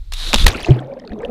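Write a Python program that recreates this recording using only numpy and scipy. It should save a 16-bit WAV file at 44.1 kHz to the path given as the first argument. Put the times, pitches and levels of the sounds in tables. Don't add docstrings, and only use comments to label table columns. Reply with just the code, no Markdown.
import sys
import numpy as np
from scipy import signal
from scipy.io import wavfile
from scipy.ndimage import uniform_filter1d

SR = 44100
rng = np.random.default_rng(int(sys.argv[2]) if len(sys.argv) > 2 else 0)


def transcribe(signal):
    frames = np.atleast_2d(signal).T
    limited = np.clip(frames, -1, 1)
    pcm = np.round(limited * 32767).astype(np.int16)
    wavfile.write(sys.argv[1], SR, pcm)


def nominal_scale(level):
    x = np.asarray(level, float) / 20
    return 10 ** x


N = 57330
TIME_S = np.arange(N) / SR

# t/s, peak level/dB, t60/s, treble tilt/(dB per octave)
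SLAPS = [(0.1235, -14, 0.0037, 0.5), (0.1352, -20, 0.036, 4), (0.3311, 3.5, 0.0068, -0.5),
         (0.3373, 10, 0.008, -4.5), (0.3395, -6.5, 0.032, -0.5), (0.3425, 7, 0.012, -0.5),
         (0.3478, -11.5, 0.046, -2), (0.359, -6.5, 0.017, -1), (0.3847, -3, 0.0052, -0.5),
         (0.441, -18, 0.048, 1), (0.4619, -12, 0.036, 0), (0.4656, 12, 0.014, -0.5),
         (.4677, 7.5, 0.0056, 2), (0.4729, -10.5, 0.13, -3), (0.4794, -6.5, 0.044, 0.5),
         (0.5056, -32, 0.015, 2.5), (0.524, -30, 0.062, -2.5)]


def evened(x):
    return x / np.sqrt(np.mean(x ** 2) + 1e-20)


def curve(rows, outside=-120, index=1):
    a = np.array(rows)
    return np.interp(TIME_S, a[:, 0], a[:, index], left=outside)


def read(points, hz):
    f, value = np.transpose(points)
    return np.interp(np.log(hz + 1), np.log(f + 1), value, left=-90)


def colour(x, points, tilt_db=0):
    hz = np.abs(np.fft.fftfreq(4096, 1 / SR))
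    gain_db = read(points, hz) + tilt_db * np.log2((hz + 100) / 2000)
    min_phase = np.exp(np.conj(signal.hilbert(np.log(nominal_scale(gain_db)))))
    taps = np.fft.ifft(min_phase).real[:2048]
    return signal.oaconvolve(x, taps)[:len(x)]


def resonate(x, hz, width_hz):
    return signal.lfilter(*signal.iirpeak(hz, hz / width_hz, SR), x)


def drift(x, hz, width_hz):
    turn = np.exp(2j * np.pi * np.cumsum(hz) / SR)
    r = np.exp(-np.pi * width_hz / SR)
    baseband = signal.lfilter([1 - r], [1, -r], x / turn)
    return 2 * (turn * baseband).real


def add(mix, s, sound):
    part = mix[round(s * SR):][:len(sound)]
    part += sound[:len(part)]


def bubble(hz, t60, glide, rise):
    t = np.arange(0, t60, 1 / SR)
    envelope = (1 - np.exp(-t * hz / rise)) * nominal_scale(-60 * t / t60)
    return envelope * np.sin(2 * np.pi * hz * t * (1 + glide * t / t60))


def grains(lo_hz, hi_hz, per_s, cycles, spread_db, rise, count=30):
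    out = np.zeros(N)
    for hz in np.geomspace(lo_hz, hi_hz, count):
        hit, size, sign = rng.random((N, 3)).T
        strength = nominal_scale(spread_db * np.minimum(-np.log(size + 1e-9), 3.2)) * np.sign(sign - .5)
        train = (hit < per_s / count / SR) * strength
        out += hz * signal.oaconvolve(train, bubble(hz, cycles / hz, 0.25, rise))[:N]
    return evened(out)


def pops(table, cycles, glide, rise, ragged, spread):
    out = np.zeros(N)
    t = np.arange(3000) / SR
    for s, db, hz in table:
        add(out, s, nominal_scale(db - 2.0) * bubble(hz, cycles / hz, glide, rise))
        burst = rng.standard_normal(3000) ** 3
        for _ in range(2):
            burst = resonate(burst, hz, spread * hz)
        envelope = nominal_scale(db - 60 * t * hz / cycles) * np.minimum(t * hz / rise, 1)
        add(out, s, ragged * envelope * evened(burst))
    return out


def slaps():
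    # f/Hz, level/dB
    slap_tone = [(90, 12), (250, -13.5), (800, -12), (1840, -12), (3700, -9), (4800, -15), (10200, -25),
                 (15500, -36.5)]
    out, t = np.zeros(N), np.arange(2500) / SR
    for s, db, t60, tilt_db in SLAPS:
        x = evened(colour(rng.standard_normal(len(t)), slap_tone, tilt_db))
        add(out, s, nominal_scale(db - 1.5 - 60 * t / t60) * np.minimum(t / 0.00066, 1) * x)
    return out


def knocks():
    # t/s, peak level/dB, f/Hz
    knock_rows = [
        (.123, -30.5, 1070),
        (.3312, -0.5, 2510),
        (.3385, -7.5, 222),
        (.343, -5, 1780),
        (.343, -11, 540),
        (.349, 2.5, 3640),
        (.359, -12, 2240),
        (.4655, -10, 3630),
        (.466, 9.5, 1896),
    ]
    return pops(knock_rows, cycles=15.6, glide=0.023, rise=0.13, ragged=0.46, spread=0.65)


def shoves():
    # t/s, peak level/dB, swing f/Hz, ring/cycles, direction/(+1 or -1)
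    shove_rows = [(0.291, -16, 39.8, 3, 1), (0.355, -5.5, 35, 2.6, 1), (0.38, -6.5, 21, 5.6, -1),
                  (0.403, -5.5, 46, 6.4, 1), (.428, -10, 25.7, 1.6, -1), (0.444, 5.5, 22.7, 1.7, 1),
                  (0.464, 2.5, 62, 3.94, -1), (0.481, -9, 44.9, 2.4, -1), (0.555, -20.5, 65, 5.8, 1),
                  (0.629, -20, 45.4, 2.4, 1), (0.692, -4, 66.6, 4.2, -1), (1.109, -19.5, 51.3, 3.1, -1),
                  (1.238, -34, 59.7, 12, 1)]
    out = np.zeros(N)
    for s, db, hz, cycles, way in shove_rows:
        add(out, s, nominal_scale(db + 1.0) * way * bubble(hz, cycles / hz, 0, 0.02))
    return out


def buffet():
    # t/s, level/dB
    buffet_level = [(0, -19.5), (.05, -38), (.11, -23), (.14, -24), (.234, -25), (.3, -19.5), (.34, -25.5),
                    (.44, -12.5), (.5, -25), (.58, -42), (.72, -46), (.81, -50.5), (1.07, -55.5),
                    (1.2, -45.5), (1.3, -38)]
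    x = resonate(rng.standard_normal(N + SR), 28.3, width_hz=5.3)
    x = x / (uniform_filter1d(np.abs(signal.hilbert(x)), 2500) + 0.26 * x.std())
    x = signal.sosfilt(signal.butter(6, 75, fs=SR, output="sos"), x)[SR:]
    fade_in = np.minimum(.5 + np.arange(N) / 2000, 1)
    return nominal_scale(uniform_filter1d(curve(buffet_level), 400)) * evened(x) * fade_in


def spray():
    # t/s, level/dB
    spray_level = [(.121, -26), (.134, -36), (.138, -37.5), (.2, -28), (.3, -25.5), (.328, -29.5),
                   (.372, -25), (.405, -19), (.44, -24.5), (.448, -27.5), (.49, -68)]
    # f/Hz, level/dB
    spray_tone = [(150, -54), (600, -10.5), (1200, -1), (2500, -6.5), (5500, -8.5), (8000, -10.5),
                  (10300, -9), (15500, -25.5)]
    port_hz, wet_sag_hz, port_width_hz, port_db = 3835, 200, 480, 26.5
    x = grains(239, 19500, 7000, cycles=14.0, spread_db=0.86, rise=0.31)
    x = colour(x + 1.1 * rng.standard_normal(N), spray_tone)
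    wet = TIME_S > SLAPS[2][0]
    port = drift(x, port_hz - wet_sag_hz * wet, port_width_hz)
    return nominal_scale(curve(spray_level) - 0.5) * evened(x + nominal_scale(port_db) * port)


def pocket():
    # t/s, f/Hz, level/dB
    pocket_rows = [
        (.698, 106.3, -45),
        (.705, 134.6, -4),
        (.713, 121, 2),
        (.722, 140, -4),
        (.74, 119, -15.5),
        (.814, 129, -30),
        (.888, 136.6, -40.5),
        (.95, 137, -69),
    ]
    turns = np.cumsum(curve(pocket_rows, 120)) / SR
    return nominal_scale(curve(pocket_rows, index=2)) * np.sqrt(2) * np.sin(2 * np.pi * (turns + 0.425))


def glugs():
    # t/s, peak level/dB, f/Hz
    glug_rows = [(.412, -14, 163.5), (.553, -8, 321), (.599, -18, 750), (.666, -11.5, 676),
                 (.685, -3.5, 321.4), (0.6995, -5, 345), (.762, -17, 432), (.772, -17.5, 340),
                 (.845, -30.5, 584), (.851, -31.5, 297), (.877, -23.5, 560), (.896, -19.5, 537),
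                 (.924, -18, 553), (.965, -18.5, 517.6), (1.0, -34.5, 265), (1.02, -25.5, 496),
                 (1.043, -30, 823), (1.112, -18.5, 208.7), (1.116, -29, 456), (1.128, -18.5, 263),
                 (1.174, -30.5, 215), (1.205, -20, 418.5), (1.233, -10.5, 469), (1.247, -12, 556),
                 (1.29, -17.5, 462)]
    deep_s = .8
    early = [g for g in glug_rows if g[0] < deep_s]
    deep = [g for g in glug_rows if g[0] > deep_s]
    out = pops(early, cycles=21, glide=0.081, rise=0.61, ragged=0.43, spread=0.32)
    return out + pops(deep, cycles=33, glide=0.054, rise=1.56, ragged=0.3, spread=0.35)


def gurgle():
    # t/s, level/dB
    gurgle_level = [(.2, -47), (.3, -34.5), (.44, -29.5), (.475, -13.5), (.51, -25), (.65, -33),
                    (.68, -19.5), (.78, -23.5), (.85, -32.5), (1.07, -36.5), (1.12, -30), (1.26, -33),
                    (1.3, -28)]
    # f/Hz, level/dB
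    gurgle_tone = [(60, -10.5), (150, -7.5), (400, -4), (650, -8.5), (950, -19.5), (2500, -41.5)]
    # t/s, low resonance f/Hz, high resonance f/Hz
    cavity_hz = [(.8, 294, 626), (.86, 282, 531), (.95, 247.5, 546), (1.0, 265.5, 520), (1.05, 250, 512),
                 (1.08, 239, 378), (1.12, 255, 473), (1.18, 207, 384), (1.24, 251, 512), (1.3, 224.6, 470)]
    x = grains(81.07, 2500, 700, cycles=31.7, spread_db=2.0, rise=0.747)
    x = colour(x + 0.45 * rng.standard_normal(N), gurgle_tone)
    cavity = sum(drift(x, curve(cavity_hz, 280, index=k), width_hz=30) for k in (1, 2))
    cavity_in = np.clip((TIME_S - .78) / 0.04, 0, 1)
    x = x + nominal_scale(11) * cavity * cavity_in
    return nominal_scale(curve(gurgle_level) - 3.5) * evened(x)


def ticks():
    # t/s, peak level/dB, f/Hz
    tick_rows = [(.5467, -18, 2484), (.548, -24, 1337), (.600, -30.5, 1720), (.525, -26, 1120),
                 (.578, -31, 2980), (.629, -27, 3370), (.6455, -15.5, 2644), (.6754, -38, 2490),
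                 (.7063, -26, 3030), (.785, -30.5, 1476), (.786, -44, 2000), (.825, -42.5, 1770),
                 (1.0965, -48, 1940), (.9175, -43.5, 2300), (.9376, -45.5, 1684), (.970, -42.5, 1590),
                 (.971, -50, 2700), (.989, -48, 2085), (.9965, -43, 1886), (1.018, -45, 1840),
                 (1.038, -39, 1910), (1.075, -39.5, 1350), (1.076, -45, 2590), (1.0932, -42.5, 1516),
                 (1.104, -45, 2490), (1.1177, -35, 1840), (1.131, -44, 2490), (1.204, -37.5, 2190),
                 (1.207, -38.5, 1230), (1.2304, -28.5, 1820), (1.249, -40, 1740), (1.283, -47, 2350)]
    return pops(tick_rows, cycles=60, glide=0.042, rise=0.61, ragged=0.9, spread=0.17)


def snaps():
    # t/s, peak level/dB, f/Hz
    snap_rows = [(.516, -25, 5630), (.56, -27, 3900), (.604, -25.5, 4600), (.708, -37.5, 4200),
                 (.744, -31, 2960), (.766, -45.5, 4670), (.790, -28.5, 3310), (.846, -46, 3460),
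                 (.871, -51.5, 5500), (.9376, -44, 4500), (.991, -52, 4950), (1.0, -45.5, 3200),
                 (1.017, -56, 3970), (.997, -39.5, 5150), (1.051, -36.5, 3670), (1.075, -35, 4220),
                 (1.094, -43.5, 4100), (1.119, -35.5, 3250), (1.133, -37, 3730), (1.189, -43.5, 3310),
                 (1.240, -49, 4440), (1.249, -22, 2934)]
    return pops(snap_rows, cycles=49.4, glide=0.05, rise=1.0, ragged=0.81, spread=0.23)


def pricks():
    # t/s, peak level/dB, f/Hz
    prick_rows = [(.527, -21, 7320), (.533, -36, 10770), (.538, -39.5, 9500), (.582, -51, 11100),
                  (.586, -49, 9700), (.678, -50, 8860), (.688, -42.5, 11190), (.712, -37.5, 6500),
                  (.767, -41.5, 9580), (.991, -49, 8620), (1.229, -54, 8200), (.547, -39, 8150),
                  (.567, -37, 11100), (.6, -32.5, 13050), (.63, -20, 9580), (.661, -25, 6500),
                  (.708, -36, 12800), (.724, -43, 9370), (.793, -49.5, 9650), (.803, -38.5, 7700),
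                  (1.19, -42.5, 6160), (1.22, -41.5, 7550), (1.257, -44.5, 9860), (1.26, -44, 6000),
                  (1.292, -71, 13100)]
    return pops(prick_rows, cycles=40, glide=0.025, rise=1.3, ragged=0.34, spread=0.35)


def fizz():
    # t/s, level/dB
    fizz_level = [(.478, -48), (.5, -25.5), (.57, -31.5), (.7, -30.5), (.8, -45.5), (.86, -52),
                  (1.17, -72.5), (1.22, -42.5), (1.3, -58)]
    # f/Hz, level/dB
    fizz_tone = [(300, -10), (600, 1.5), (1300, -6), (2500, -1), (4500, -8), (15500, -36)]
    dull_db_per_oct_s = -47.5
    x = grains(500, 15000, 3000, cycles=24, spread_db=4.8, rise=1.5)
    x = evened(colour(x + .3 * rng.standard_normal(N), fizz_tone))
    hz, t, z = signal.stft(x, SR, nperseg=256)
    octaves = np.log2((hz[:, None] + 300) / 2500)
    z = z * nominal_scale(dull_db_per_oct_s * octaves * np.clip(t - .64, 0, .3))
    return nominal_scale(curve(fizz_level) - 2.5) * signal.istft(z, SR, nperseg=256)[1][:N]


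def air():
    # f/Hz, level/dB
    air_tone = [(100, 9), (160, -50), (2900, -40.5), (3900, -31.5), (5400, -42.5), (15500, -53)]
    air_db, sunk_db, sunk_s = -51.5, -27.5, .47
    level = nominal_scale(air_db + sunk_db * (TIME_S > sunk_s))
    return level * evened(colour(rng.standard_normal(N), air_tone))


def scene():
    impact = slaps() + knocks() + shoves() + buffet() + spray()
    bubbles = pocket() + glugs() + gurgle() + ticks() + snaps() + pricks() + fizz()
    return (impact + bubbles + air())[None]


def low_pass(x):
    return signal.sosfilt(signal.butter(12, 15630, fs=SR, output="sos"), x)


def record(dry):
    clip_level, edge_hz = .97, 15620
    x = dry / (1 + np.abs(dry / clip_level) ** 8) ** (1 / 8)
    band = signal.firwin(255, edge_hz, window=("kaiser", 8), fs=SR)
    x = signal.oaconvolve(x, band[None], "same")
    return low_pass(x)


dry = scene()
out = record(dry)
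transcribe(out)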